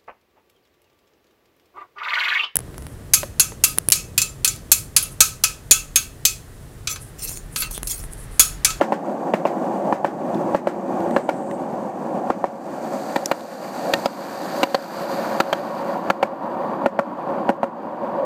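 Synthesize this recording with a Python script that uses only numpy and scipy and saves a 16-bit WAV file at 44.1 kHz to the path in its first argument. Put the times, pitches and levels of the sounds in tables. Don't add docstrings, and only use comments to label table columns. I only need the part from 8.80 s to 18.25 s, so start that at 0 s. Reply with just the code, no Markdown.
import sys
import numpy as np
from scipy import signal
from scipy.fft import rfft, irfft, next_fast_len
from scipy.io import wavfile
from scipy.ndimage import uniform_filter1d, minimum_filter1d, map_coordinates

SR = 44100
rng = np.random.default_rng(int(sys.argv[2]) if len(sys.argv) > 2 else 0)


def output_pcm(signal):
    pcm = np.clip(np.atleast_2d(signal).T, -1, 1) * 32767
    wavfile.write(sys.argv[1], SR, np.round(pcm).astype(np.int16))


N = 416744

# [t/s, level/dB]
SHAKING = [(0.15, 1), (0.95, 1.5), (1.55, 3), (2.62, 4), (3.03, -3), (3.45, 0.5), (3.9, -1), (4.25, -3.5),
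           (4.78, -8.5), (5.05, -2.5), (5.65, 1.5), (6.05, -1), (6.3, 3.5), (6.55, -0.8), (7.85, -1.5),
           (8.4, 0.5), (9.05, 2), (9.42, .5)]
# [t/s, level/dB]
MIC_AIM = [(3.4, 2), (3.9, 9), (4.2, 14.5), (5.0, 17), (5.8, 19), (6.4, 17), (7.1, 8.5), (7.6, 1),
           (8.4, -0.5)]
# [t/s, half length/s, hum gain/dB, body gain/dB]
COARSE_PATCHES = [(1.098, 0.037, 4, 5), (5.098, .08, 5, 3.5), (5.8, 0.039, 6, 0), (6.26, 0.022, 10.5, -2),
                  (6.553, .04, -1, 2), (9.416, .045, 11.5, -9)]
# [f/Hz, bandwidth/Hz, level/dB]
BOARD_MODES = [(205.6, 24, -7.5), (768, 48, -12.5), (969, 46, -11), (1403, 50, -11.5), (1832, 38, -4.5),
               (2340, 130, -10.5), (2830, 150, -12), (4740, 240, -17)]
# [f/Hz, relative level/dB]
RUMBLE_SPECTRUM = [(25, -57), (60, -34.5), (100, -20), (135, -12), (170, -3.5), (210, -1), (270, -0.5),
                   (350, -1.5), (420, -8), (520, -21), (900, -70)]
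BODY_SPECTRUM = [(200, -66), (400, -22), (480, -4.5), (560, -3.5), (650, -3), (700, -2.5), (770, -2),
                 (860, -6), (1000, -29), (1600, -71)]
GROWL_SPECTRUM = [(400, -74), (780, -11.5), (880, -2), (960, 1.5), (1020, -3), (1110, 0), (1260, -13.5),
                  (1800, -23), (3200, -77)]
RASP_SPECTRUM = [(600, -58), (1230, 0.5), (1390, 1.5), (1560, 0.5), (1780, -3), (2020, -8.5), (2350, -9.5),
                 (2900, -14), (3400, -17), (4100, -23.5), (5400, -43), (15000, -45)]
WHIRR_SPECTRUM = [(2000, -43), (3700, -8), (4300, -3.5), (4650, 0), (4900, -5.5), (5250, -12.5),
                  (6300, -12), (8000, -16), (10000, -21.5), (11500, -15), (13300, -13.5), (15300, -19.5)]
HISS_SPECTRUM = [(2500, -61), (5300, -4.5), (6300, 0), (8200, -1.5), (9200, -6), (10000, -11.5),
                 (13000, -11), (15300, -15)]
# [standing level/dB, crouch gain/dB, dB per dB of shaking, dB per dB of aim]
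RUMBLE_LEVELS = (-0.76, -0.5, 1.01, -0.012)
HUM_LEVELS = (-5, 5, 0.94, 0)
BODY_LEVELS = (0.26, 0.016, 0.82, 0.052)
GROWL_LEVELS = (-8, 7.5, 0.85, -0.07)
RASP_LEVELS = (-20, 5, 0.88, 0.5252)
WHIRR_LEVELS = (-36, 5.5, .7, 1.1459)
HISS_LEVELS = (-31.5, -7, 0.75, 1.0431)
# [t/s pair, peak level/dB over CEILING pair,
# lag between left and right wheel/ms, bite into the edge/dB pair, clink f/Hz pair]
JOINT_CROSSINGS = [(0.0117, 0.122, 3.5, 4, 5, 2.5, -3, 1750, 1800),
                   (0.5373, 0.653, 2.5, 1, 4.6, 2.5, -4.5, 1810, 2360),
                   (1.1254, 1.2457, 3.5, 4.5, 3.35, -5, -1, 1270, 1280),
                   (1.7473, 1.8712, 7.5, 6.5, 3.4, 0, -4.5, 1610, 1390),
                   (2.3635, 2.4904, 6, 6, 3.45, 4.5, 2.5, 1550, 2300),
                   (3.502, 3.6412, 6.5, 8, 2.7, 0, -13, 1260, 1240),
                   (4.36, 4.514, -1, 4, 3.36, 3.5, 3, 1690, 1460),
                   (5.1361, 5.2582, 2.5, 10.5, 1.46, 15, 0, 2830, 4750),
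                   (5.831, 5.9453, 7.5, 10.5, 3.8, 6, -0.5, 2820, 4360),
                   (6.602, 6.7282, 4.5, 4.5, 3.2, 9.5, 7, 1410, 3160),
                   (7.301, 7.428, 7.5, 6.5, 3.74, 12.5, 5.5, 1490, 2240),
                   (8.06, 8.19, 8, 7, 3.47, 3, 2.5, 1280, 1270),
                   (8.6917, 8.831, 10, 10.5, 8.7, 1, -2.5, 1430, 1240)]
# [f/Hz, relative level/dB]
KNOCK_SPECTRUM = [(60, -55), (250, -9.5), (420, -10.5), (550, -0.5), (660, -2), (850, -2.5), (1050, -5),
                  (1300, -19.5), (2200, -34.5), (5000, -79), (16000, -94)]
THUMP_SPECTRUM = [(25, -38), (70, -27.5), (130, -12), (185, 0.5), (260, 1.5), (340, 1.5), (420, -11),
                  (520, -10.5), (1000, -81)]
CRACK_SPECTRUM = [(100, -44.5), (800, -1), (1350, 8), (1750, 2), (2100, -5.5), (2800, -6.5), (3300, -11),
                  (5000, -40.5), (16000, -71)]
SNAP_SPECTRUM = [(200, -49), (2400, 3), (3500, 1), (4500, 4), (5400, -15), (6300, -7), (8300, -11),
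                 (10200, -24.5), (13300, -12), (15500, -13.5)]
ECHO_SPECTRUM = [(150, -24), (600, 11.5), (1800, 6.5), (3500, -9.5), (8000, -13.5), (10000, -23.5),
                 (15000, -23)]
# [f/Hz, T60/s]
AWNING_T60 = [(150, 0.17), (1000, 0.16), (4000, 0.18), (12000, 0.18)]
# [t/s, tick peak level/dB, f/Hz, thud peak level/dB]
GRAINS = [(1.5453, -32, 3800, -39), (1.553, -34, 1200, -13), (2.205, -26.5, 1900, -13),
          (2.31, -27.5, 1950, -20), (2.712, -23, 1780, -25), (2.927, -39, 1200, -19),
          (4.4585, -9, 6200, -24), (4.608, -28, 3900, -28), (4.845, -33, 1800, -28)]
# [f/Hz, relative level/dB]
SWISH_SPECTRUM = [(4000, -39), (7300, 0), (8300, 3), (9000, -3), (9800, -17), (15000, -28)]

BENDING_MODE, FLEX_MODE = (555.4, 26), (339.5, 45)
CROUCH_S = (3.4, 6.26)
ROLL_DB, CEILING = -29, 0.7


def amp(db):
    return 10 ** (np.asarray(db) / 20)


def unit(x):
    return x / np.sqrt(np.mean(x ** 2) + 1e-20)


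def at_frequency(points, hz):
    f, values = np.transpose(points)
    return np.interp(np.log(hz + 1), np.log(f + 1), values)


def wobble(rate_hz):
    knots = rng.standard_normal(int(N * rate_hz / SR) + 4)
    return map_coordinates(knots, [np.arange(N) * rate_hz / SR])


def colour(x, spectrum):
    size = 2 * next_fast_len(len(x))
    gain = amp(at_frequency(spectrum, np.fft.rfftfreq(size, 1 / SR)))
    cepstrum = irfft(np.log(gain))
    cepstrum[1:size // 2] *= 2
    cepstrum[size // 2 + 1:] = 0
    return unit(irfft(rfft(x, size) * np.exp(rfft(cepstrum)), size)[:len(x)])


def resonance(x, hz, width_hz):
    return signal.lfilter(*signal.iirpeak(hz, hz / width_hz, fs=SR), x)


def ring(x, mode):
    return unit(resonance(x, *mode))


def board(x, scatter_db=0):
    modes = BOARD_MODES + scatter_db * rng.standard_normal((len(BOARD_MODES), 1)) * [0, 0, 1]
    return unit(x + sum(amp(db) * resonance(x, hz, width_hz) for hz, width_hz, db in modes))


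def roughness(spectrum, depth_db, rate_hz):
    return colour(rng.standard_normal(N) * amp(depth_db * wobble(rate_hz)), spectrum)


def rolling_db(levels):
    standing_db, crouch_db, per_shake, per_aim = levels
    t = np.arange(N) / SR
    crouch = np.interp(t, CROUCH_S, [0, 1])
    shake_db = np.interp(t, *np.transpose(SHAKING))
    aim_db = np.interp(t, *np.transpose(MIC_AIM))
    return ROLL_DB + standing_db + crouch_db * crouch + per_shake * shake_db + per_aim * aim_db


def deck():
    t = np.arange(N) / SR
    rumble_db, hum_db, body_db = map(rolling_db, (RUMBLE_LEVELS, HUM_LEVELS, BODY_LEVELS))
    for at_s, half_s, hum_gain_db, body_gain_db in COARSE_PATCHES:
        swell = np.exp(-((t - at_s) / half_s) ** 2)
        hum_db += hum_gain_db * swell
        body_db += body_gain_db * swell
    rumble = amp(rumble_db) * board(roughness(RUMBLE_SPECTRUM, depth_db=0.9, rate_hz=70))
    flex = amp(2 * rumble_db + 21) * ring(roughness(RUMBLE_SPECTRUM, depth_db=0.5, rate_hz=27), FLEX_MODE)
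    hum = amp(hum_db) * ring(roughness(BODY_SPECTRUM, depth_db=2, rate_hz=20), BENDING_MODE)
    body = amp(body_db) * board(roughness(BODY_SPECTRUM, depth_db=0.5, rate_hz=120))
    growl = amp(rolling_db(GROWL_LEVELS)) * board(roughness(GROWL_SPECTRUM, depth_db=1.2, rate_hz=200))
    return rumble + flex + hum + body + growl


def wheels():
    rasp = amp(rolling_db(RASP_LEVELS)) * board(roughness(RASP_SPECTRUM, depth_db=1.3, rate_hz=350))
    whirr = amp(rolling_db(WHIRR_LEVELS)) * board(roughness(WHIRR_SPECTRUM, depth_db=1.7, rate_hz=700))
    hiss = amp(rolling_db(HISS_LEVELS)) * roughness(HISS_SPECTRUM, depth_db=1.3, rate_hz=780)
    return rasp + whirr + hiss


def off_axis(spectrum, aim_db, corner_hz=4500):
    db_per_octave = 11 * max(0.5 - aim_db / 15, 0)
    return [(hz, db - db_per_octave * max(np.log2(hz / corner_hz), 0)) for hz, db in spectrum]


def axle_impact(t, lag_ms, bite_db, aim_db, clink_hz, thump_db):
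    blows = np.zeros(len(t))
    blows[0] = 1
    blows[round(abs(lag_ms) * SR / 1000)] += 0.6
    chatter = 0.074 * rng.standard_normal((2, len(t))) * amp(-60 * t / 0.03)
    knock = board(colour(blows + chatter[0], KNOCK_SPECTRUM), scatter_db=7.5)
    knock = knock + amp(-10) * ring(knock, BENDING_MODE)
    thump = amp(thump_db) * colour(blows + chatter[1], THUMP_SPECTRUM)
    press = (1 - np.exp(-t / 0.00077)) * amp(-60 * t / 0.019)
    scrape = rng.standard_normal((2, len(t))) * signal.fftconvolve(blows, press)[:len(t)]
    crack_db = -12 + 0.65 * bite_db + 0.2 * aim_db
    snap_db = -34 + bite_db + 1.08 * aim_db
    crack = amp(crack_db) * board(colour(blows + 0.17 * scrape[0], CRACK_SPECTRUM), scatter_db=9.5)
    snap = amp(snap_db) * board(colour(scrape[1], off_axis(SNAP_SPECTRUM, aim_db)), scatter_db=4.5)
    clink = amp(crack_db - 5) * ring(scrape[0], (clink_hz, 260))
    hit = knock + thump + crack + snap + clink
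    return np.tanh(0.5 * hit / np.abs(hit).max())


def clacks(front_thump_db=-3.5, rear_thump_db=-9, echo_db=-17, echo_fade_db_per_s=1.65):
    out, t = np.zeros(N + SR), np.arange(SR // 5) / SR
    for joint in JOINT_CROSSINGS:
        front_s, rear_s, front_db, rear_db, lag_ms, front_bite, rear_bite, front_hz, rear_hz = joint
        front = front_s, front_db, front_bite, front_hz, front_thump_db
        rear = rear_s, rear_db, rear_bite, rear_hz, rear_thump_db
        for at_s, over_db, bite_db, clink_hz, thump_db in (front, rear):
            aim_db = np.interp(at_s, *np.transpose(MIC_AIM))
            hit = axle_impact(t, lag_ms, bite_db, aim_db, clink_hz, thump_db)
            hit = hit + amp(echo_db - echo_fade_db_per_s * at_s) * hit.std() * awning(t)
            out[round(at_s * SR):][:len(t)] += CEILING * amp(over_db) * hit / np.abs(hit).max()
    return out[:N]


def awning(t, delay_s=0.0094, rise_s=0.0027):
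    noise = colour(rng.standard_normal(len(t)), ECHO_SPECTRUM)
    hz, age_s, bands = signal.stft(noise, SR, nperseg=256)
    decay = amp(-60 * age_s / at_frequency(AWNING_T60, hz)[:, None])
    tail = signal.istft(bands * decay, SR, nperseg=256)[1][:len(t)]
    build_up = 1 - np.exp(-np.maximum(t - delay_s, 0) / rise_s)
    return unit(tail * build_up)


def grit(tick_t60_s=0.011, echo_t60_s=0.16, thud_t60_s=0.015):
    out, t = np.zeros(N + SR), np.arange(SR // 5) / SR
    for at_s, tick_db, hz, thud_db in GRAINS:
        noise = rng.standard_normal((3, len(t)))
        burst = unit(noise[0] * amp(-60 * t / tick_t60_s))
        echo = unit(noise[1] * t * amp(-60 * t / echo_t60_s))
        tick = ring(burst, (hz, 0.2 * hz)) + 0.18 * burst + amp(-19) * echo
        thud = colour(noise[2] * amp(-60 * t / thud_t60_s), RUMBLE_SPECTRUM)
        for part, peak_db in ((tick, tick_db), (thud, thud_db)):
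            out[round(at_s * SR):][:len(t)] += amp(peak_db) * part / np.abs(part).max()
    return out[:N]


def swish(middle_s=2.55, hold_s=0.37, level_db=-52, fade_db_per_s=140):
    outside_s = np.maximum(np.abs(np.arange(N) / SR - middle_s) - hold_s / 2, 0)
    envelope = amp(level_db - fade_db_per_s * outside_s)
    return envelope * roughness(SWISH_SPECTRUM, depth_db=1.5, rate_hz=42)


def scene():
    ride = amp(1.34 * wobble(rate_hz=22)) * (deck() + wheels()) + clacks() + grit() + swish()
    bass = signal.sosfiltfilt(signal.butter(4, 135, fs=SR, output="sos"), ride)
    bass_cut = np.interp(np.arange(N) / SR, [0.9, 1.2], [0.7, 0])
    return (ride - bass_cut * bass)[None]


def limiter(x, hold_s=0.077, release_db_per_s=18):
    over_db = 20 * np.log10(np.maximum(np.abs(x) / CEILING, 1))
    span = int(hold_s * SR) | 1
    held_db = -minimum_filter1d(-over_db, span, origin=span // 2, mode="constant")
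    release_db = release_db_per_s * np.arange(N) / SR
    cut_db = np.maximum.accumulate(held_db + release_db) - release_db
    look_ahead = SR // 700
    return x * amp(uniform_filter1d(minimum_filter1d(-cut_db, look_ahead), look_ahead))


def record(dry, top_hz=15400):
    size = next_fast_len(N + SR // 2)
    passband = np.fft.rfftfreq(size, 1 / SR) < top_hz
    return irfft(rfft(limiter(dry[0]), size) * passband, size)[None, :N]


dry = scene()
out = record(dry)
output_pcm(out)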